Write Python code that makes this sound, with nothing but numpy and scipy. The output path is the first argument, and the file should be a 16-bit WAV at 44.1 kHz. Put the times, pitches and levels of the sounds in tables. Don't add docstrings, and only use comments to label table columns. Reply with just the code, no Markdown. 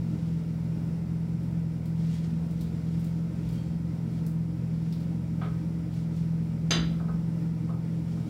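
import sys
import numpy as np
from scipy import signal
from scipy.fft import rfft, irfft
from scipy.io import wavfile
from scipy.ndimage import uniform_filter1d

SR = 44100
rng = np.random.default_rng(int(sys.argv[2]) if len(sys.argv) > 2 else 0)


def int16_out(signal):
    q = np.round(np.clip(np.atleast_2d(signal).T, -1, 1) * 32767)
    wavfile.write(sys.argv[1], SR, q.astype(np.int16))


N = 365588
TIME = np.arange(N) / SR
RING = np.arange(SR) / SR


def undb(db):
    return 10 ** (np.asarray(db) / 20)


def unit(x):
    return x / np.sqrt(np.mean(x ** 2))


def colour(x, points):
    point_hz, point_db = np.transpose(points)
    bin_hz = np.maximum(np.fft.rfftfreq(len(x), 1 / SR), 1)
    gain = undb(np.interp(np.log(bin_hz), np.log(point_hz), point_db))
    return irfft(rfft(x) * gain, len(x))


def walk(rate_hz):
    hold = int(SR / rate_hz)
    steps = np.repeat(rng.standard_normal(N // hold + 1), hold)
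    slewed = uniform_filter1d(uniform_filter1d(steps, hold), hold)
    return unit(slewed[:N])


def soften(x, cutoff_hz, order):
    sos = signal.butter(order, min(cutoff_hz, .45 * SR), fs=SR, output="sos")
    return signal.sosfilt(sos, x)


def zero_phase_low(x, cutoff_hz):
    return signal.sosfiltfilt(signal.butter(2, cutoff_hz, fs=SR, output="sos"), x)


def fade(t60_s):
    return undb(-60 * RING / t60_s)


def ring(modes):
    out = np.zeros(SR)
    for pitch_hz, level_db, t60_s in modes:
        tone = np.sin(2 * np.pi * (pitch_hz * RING + rng.random()))
        out += undb(level_db) * fade(t60_s) * tone
    return out


def add(track, start_s, sound):
    i = int(start_s * SR)
    track[i:i + len(sound)] += sound[:N - i]


def motor(drone_db=-0.08, throb_db=1.0, shiver_db=0.8, flutter_db=1.5, wobble_hz=0.1502):
    mains_pull_hz, drone_sideband = 100, 3
    sidebands = [(1, -1), (1, 0), (1, 1), (1, 2), (1, 4), (2, 1)]
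    sideband_db = [-45.5, -63, -38.5, -49.5, -50, -49.5]
    # time_s, pitch_hz (before the wobble)
    drone_pitch = [(0.0, 165.8), (0.38, 163.4), (1.43, 166.2), (1.86, 162.7), (2.63, 166), (2.8, 163.1),
                   (3.25, 166.9), (3.63, 163.7), (3.76, 166.2), (4.36, 163.4), (4.57, 166.2), (4.74, 162.9),
                   (5.16, 166.9), (5.36, 163.5), (5.79, 166.7), (6.05, 163.4), (7.41, 165.3), (8.29, 165.0)]
    # time_s, level_db (before the trim and drift)
    drone_level = [(0.0, -29.9), (1.81, -31), (2.08, -27.5), (2.79, -32.5), (2.95, -30), (4.08, -31.5),
                   (4.4, -26.5), (4.57, -32.5), (4.87, -27.5), (5.08, -31.4), (5.71, -29.5), (5.88, -33.5),
                   (6.18, -27.5), (6.6, -31), (6.77, -26.5), (7.03, -31), (8.16, -30), (8.29, -38)]

    pitch_hz = np.interp(TIME, *np.transpose(drone_pitch))
    rotor_hz = (pitch_hz - mains_pull_hz) / drone_sideband + wobble_hz * walk(8)
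    turns = np.cumsum(rotor_hz) / SR

    def tone(pull, sideband):
        return np.sqrt(2) * np.sin(2 * np.pi * (pull * mains_pull_hz * TIME + sideband * turns))

    swell_db = np.interp(TIME, *np.transpose(drone_level))
    drift_db = throb_db * walk(8) + shiver_db * walk(22)
    out = undb(swell_db + drone_db + drift_db) * tone(1, drone_sideband)
    for (pull, sideband), level_db in zip(sidebands, sideband_db):
        out = out + undb(level_db + flutter_db * walk(5)) * tone(pull, sideband)
    return out


def air(swell_db=0.36, flicker_db=.5):
    # pitch_hz, level_db (per Hz)
    rumble = [(25, -99), (38, -91), (50, -75), (60, -64.5), (72, -68), (100, -66.5), (116, -64),
              (140, -61.5), (178, -60.5), (200, -60.5), (235, -62), (275, -71), (308, -60.5), (345, -77)]
    # pitch_hz, level_db (per Hz)
    rush = [(345, -77), (410, -74.5), (520, -79), (650, -82.5), (820, -87.5), (900, -84.5), (1080, -93.5),
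            (1320, -90), (1700, -96), (2150, -93.5), (3000, -101)]
    # pitch_hz, level_db (per Hz)
    hiss = [(3000, -101), (4100, -102.5), (5500, -100.5), (6600, -109), (7350, -104), (7900, -109),
            (8600, -106), (10200, -111), (15500, -113)]
    white = rng.standard_normal(N) * np.sqrt(SR / 2)
    flow = colour(white, rumble + rush[1:] + hiss[1:])
    return flow * undb(swell_db * walk(4.17) + flicker_db * walk(18))


def rustle(grain_db=2, swell_power=3):
    # middle_s, length_s, level_db
    movements = [(.25, .45, -65), (2.047, .15, -62), (2.195, 0.19, -59), (2.6, .22, -64), (3.0, 0.29, -63),
                 (3.53, 0.26, -61), (4.16, 0.089, -64), (4.9, 0.29, -65), (5.97, .11, -59),
                 (6.18, 0.097, -62.5), (8.22, .4, -64)]
    cloth = [(500, -15.5), (2000, -0.5), (3400, 2), (4800, 0), (7000, -4.5), (10000, -11), (15500, -21)]
    rub = unit(colour(rng.standard_normal(N), cloth))
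    envelope = np.zeros(N)
    for middle_s, length_s, level_db in movements:
        distance = np.abs(2 * (TIME - middle_s) / length_s)
        envelope += undb(level_db) / (1 + distance ** swell_power)
    return rub * envelope * undb(grain_db * walk(76))


def reflect(x, share, count=14):
    upper = x - zero_phase_low(x, 400)
    echoes = np.zeros(N)
    for lag_s in rng.uniform(.002, .03, count):
        echoes += rng.choice([-1, 1]) * np.roll(upper, int(lag_s * SR))
    combed = (upper + share * echoes / np.sqrt(count)) / np.hypot(1, share)
    return x - upper + combed


def ticks(tick_db=-55, t60_s=0.31, snap_t60_s=0.027):
    # start_s, level_db (relative), clack_db (share of the lower clack)
    contacts = [(1.4314, -13, -10), (1.857, -7, -4), (2.5092, -9, -8), (2.6098, -1.5, -3),
                (2.9947, -7, -11), (3.0436, -4, -10), (3.489, -8, -2), (3.527, -7, -6), (4.2646, 0, -11),
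                (4.573, -22, 5), (4.74, -20, 6), (4.9254, -6, 4.5), (5.0032, -10.5, 0), (5.9373, -13, 2),
                (6.165, -13, -6)]
    bright_points = [(1500, -16), (5000, -4), (8000, 2), (12000, 1), (15500, 2)]
    clack_points = [(1500, -12), (3500, 9.0), (5200, 11), (7000, -19), (12000, -30)]
    out = np.zeros(N)
    for start_s, level_db, clack_db in contacts:
        bright = colour(rng.standard_normal(SR), bright_points)
        clack = colour(rng.standard_normal(SR), clack_points)
        decay = fade(t60_s) + fade(snap_t60_s)
        add(out, start_s, undb(tick_db + level_db) * (bright + undb(clack_db) * clack) * decay)
    return out


def bumps(room_hz=61, t60_s=0.57, rise_s=0.019):
    # start_s, level_db (relative)
    soft_bumps = [(2.58, -40), (3.44, -37), (5.47, -42), (6.77, -35.5), (7.09, -41)]
    rise = 1 - np.exp(-RING / rise_s)
    out = np.zeros(N)
    for start_s, level_db in soft_bumps:
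        add(out, start_s, 2 * ring([(room_hz, level_db, t60_s)]) * rise)
    return out


def ting(start_s=3.45, rise_s=0.13, flutter_db=3):
    # pitch_hz, level_db (before swell and flutter), t60_s
    metal_modes = [(3203, -58, 1.0), (4511, -55, .9), (5717, -58, .4), (7660, -63, .9)]
    out = np.zeros(N)
    swell = 1 - np.exp(-(RING / rise_s) ** 2)
    for mode in metal_modes:
        flutter = undb(flutter_db * walk(39.04)[:SR])
        add(out, start_s, ring([mode]) * swell * flutter)
    return out


def knocks(body_db=-37, modes_db=-44, t60_s=.38, snap_t60_s=0.094, push_s=0.0024):
    # start_s, level_db (relative), contact_cutoff_hz
    pushes = [(5.413, 0, 6000), (5.432, -3.5, 4000), (5.456, -5.5, 2800), (5.485, -11, 2001),
              (6.997, -4.5, 1400), (7.028, -10, 1300), (7.082, 0, 1330), (7.133, -12, 1201),
              (7.6892, -2.5, 1202), (7.735, -5.5, 1150), (8.169, -10.5, 1193)]
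    # pitch_hz, level_db (relative)
    body_points = [(150, -18), (400, 8), (600, 3.5), (760, 3.5), (950, -0.5), (1270, 5.5), (1420, -1),
                   (1560, 1.5), (1750, -7), (2250, -2), (2650, -13.5), (3350, -6.5), (4400, -17.5),
                   (8000, -42)]
    # pitch_hz, level_db (relative), t60_s
    short_modes = [(420, -4, .35), (684, -5, .35), (770, -3, .15), (1040, -6, .25), (1265, 1, .25),
                   (1530, -4, .4)]
    onset = 1 - np.exp(-RING / push_s)
    out = np.zeros(N)
    for start_s, level_db, contact_hz in pushes:
        body = colour(rng.standard_normal(SR), body_points) * (fade(t60_s) + fade(snap_t60_s))
        knock = (undb(body_db) * body + undb(modes_db) * ring(short_modes)) * onset
        add(out, start_s, undb(level_db) * soften(knock, contact_hz, order=4))
    return out


def pan(modes_db=-22, clank_db=-20, low_t60_s=0.46, high_t60_s=0.21, split_hz=4300, boom_rise_s=0.0079):
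    # start_s, level_db (relative), contact_cutoff_hz
    blows = [(6.7074, -0.5, 11980), (6.716, -6.5, 4970)]
    # pitch_hz, level_db (relative), t60_s
    grate_modes = [(222, -13, .8), (315, -5, .7), (684, -22, .37), (1095, -19, .3), (1333, -16, .45),
                   (1448, -22, .31), (1783, -18, .33), (1873, -21, .27), (2244, -15, .33), (2353, -19, .25),
                   (2754, -12, .28), (3029, -14, .28), (3095, -17, .3), (3411, -17, .3), (3456, -16, .3),
                   (3578, -10, .26), (3747, -21, .45), (3916, -11, .32), (3968, -13, .4), (4102, -17, .28),
                   (4247, -19, .2), (4737, -16, .34), (4804, -14, .34), (5030, -14, .2), (5265, -21, .21),
                   (6272, -14, .19), (6342, -15, .18), (7030, -23, .17), (8398, -26, .2), (8560, -27, .2)]
    # pitch_hz, level_db (relative)
    clank_points = [(150, -18), (230, 18), (340, 12), (430, 4), (900, -5), (1400, 0.5), (2200, -1),
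                    (2600, -6), (3000, 2.5), (4100, 0), (4440, -6), (4780, 8.5), (5350, -12), (5850, -10),
                    (6250, 8.5), (6500, -15), (7100, -3), (7700, -22), (8450, -9), (9600, -25.5),
                    (13000, -19), (15500, -52)]
    out = np.zeros(N)
    for start_s, level_db, contact_hz in blows:
        dense = colour(rng.standard_normal(SR), clank_points)
        low = zero_phase_low(dense, split_hz)
        boom = zero_phase_low(dense, 600)
        late_low = low - boom * np.exp(-RING / boom_rise_s)
        clank = late_low * fade(low_t60_s) + (dense - low) * fade(high_t60_s)
        blow = undb(clank_db) * clank + undb(modes_db) * ring(grate_modes)
        add(out, start_s, undb(level_db) * soften(blow, contact_hz, order=2))
    return out


def scene():
    hiss = reflect(air() + rustle(), share=.35)
    cooking = ticks() + bumps() + ting() + knocks() + pan()
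    return (motor() + hiss + cooking)[None]


def record(dry, top_hz=15800):
    return signal.sosfilt(signal.ellip(10, .1, 80, top_hz, fs=SR, output="sos"), dry)


dry = scene()
out = record(dry)
int16_out(out)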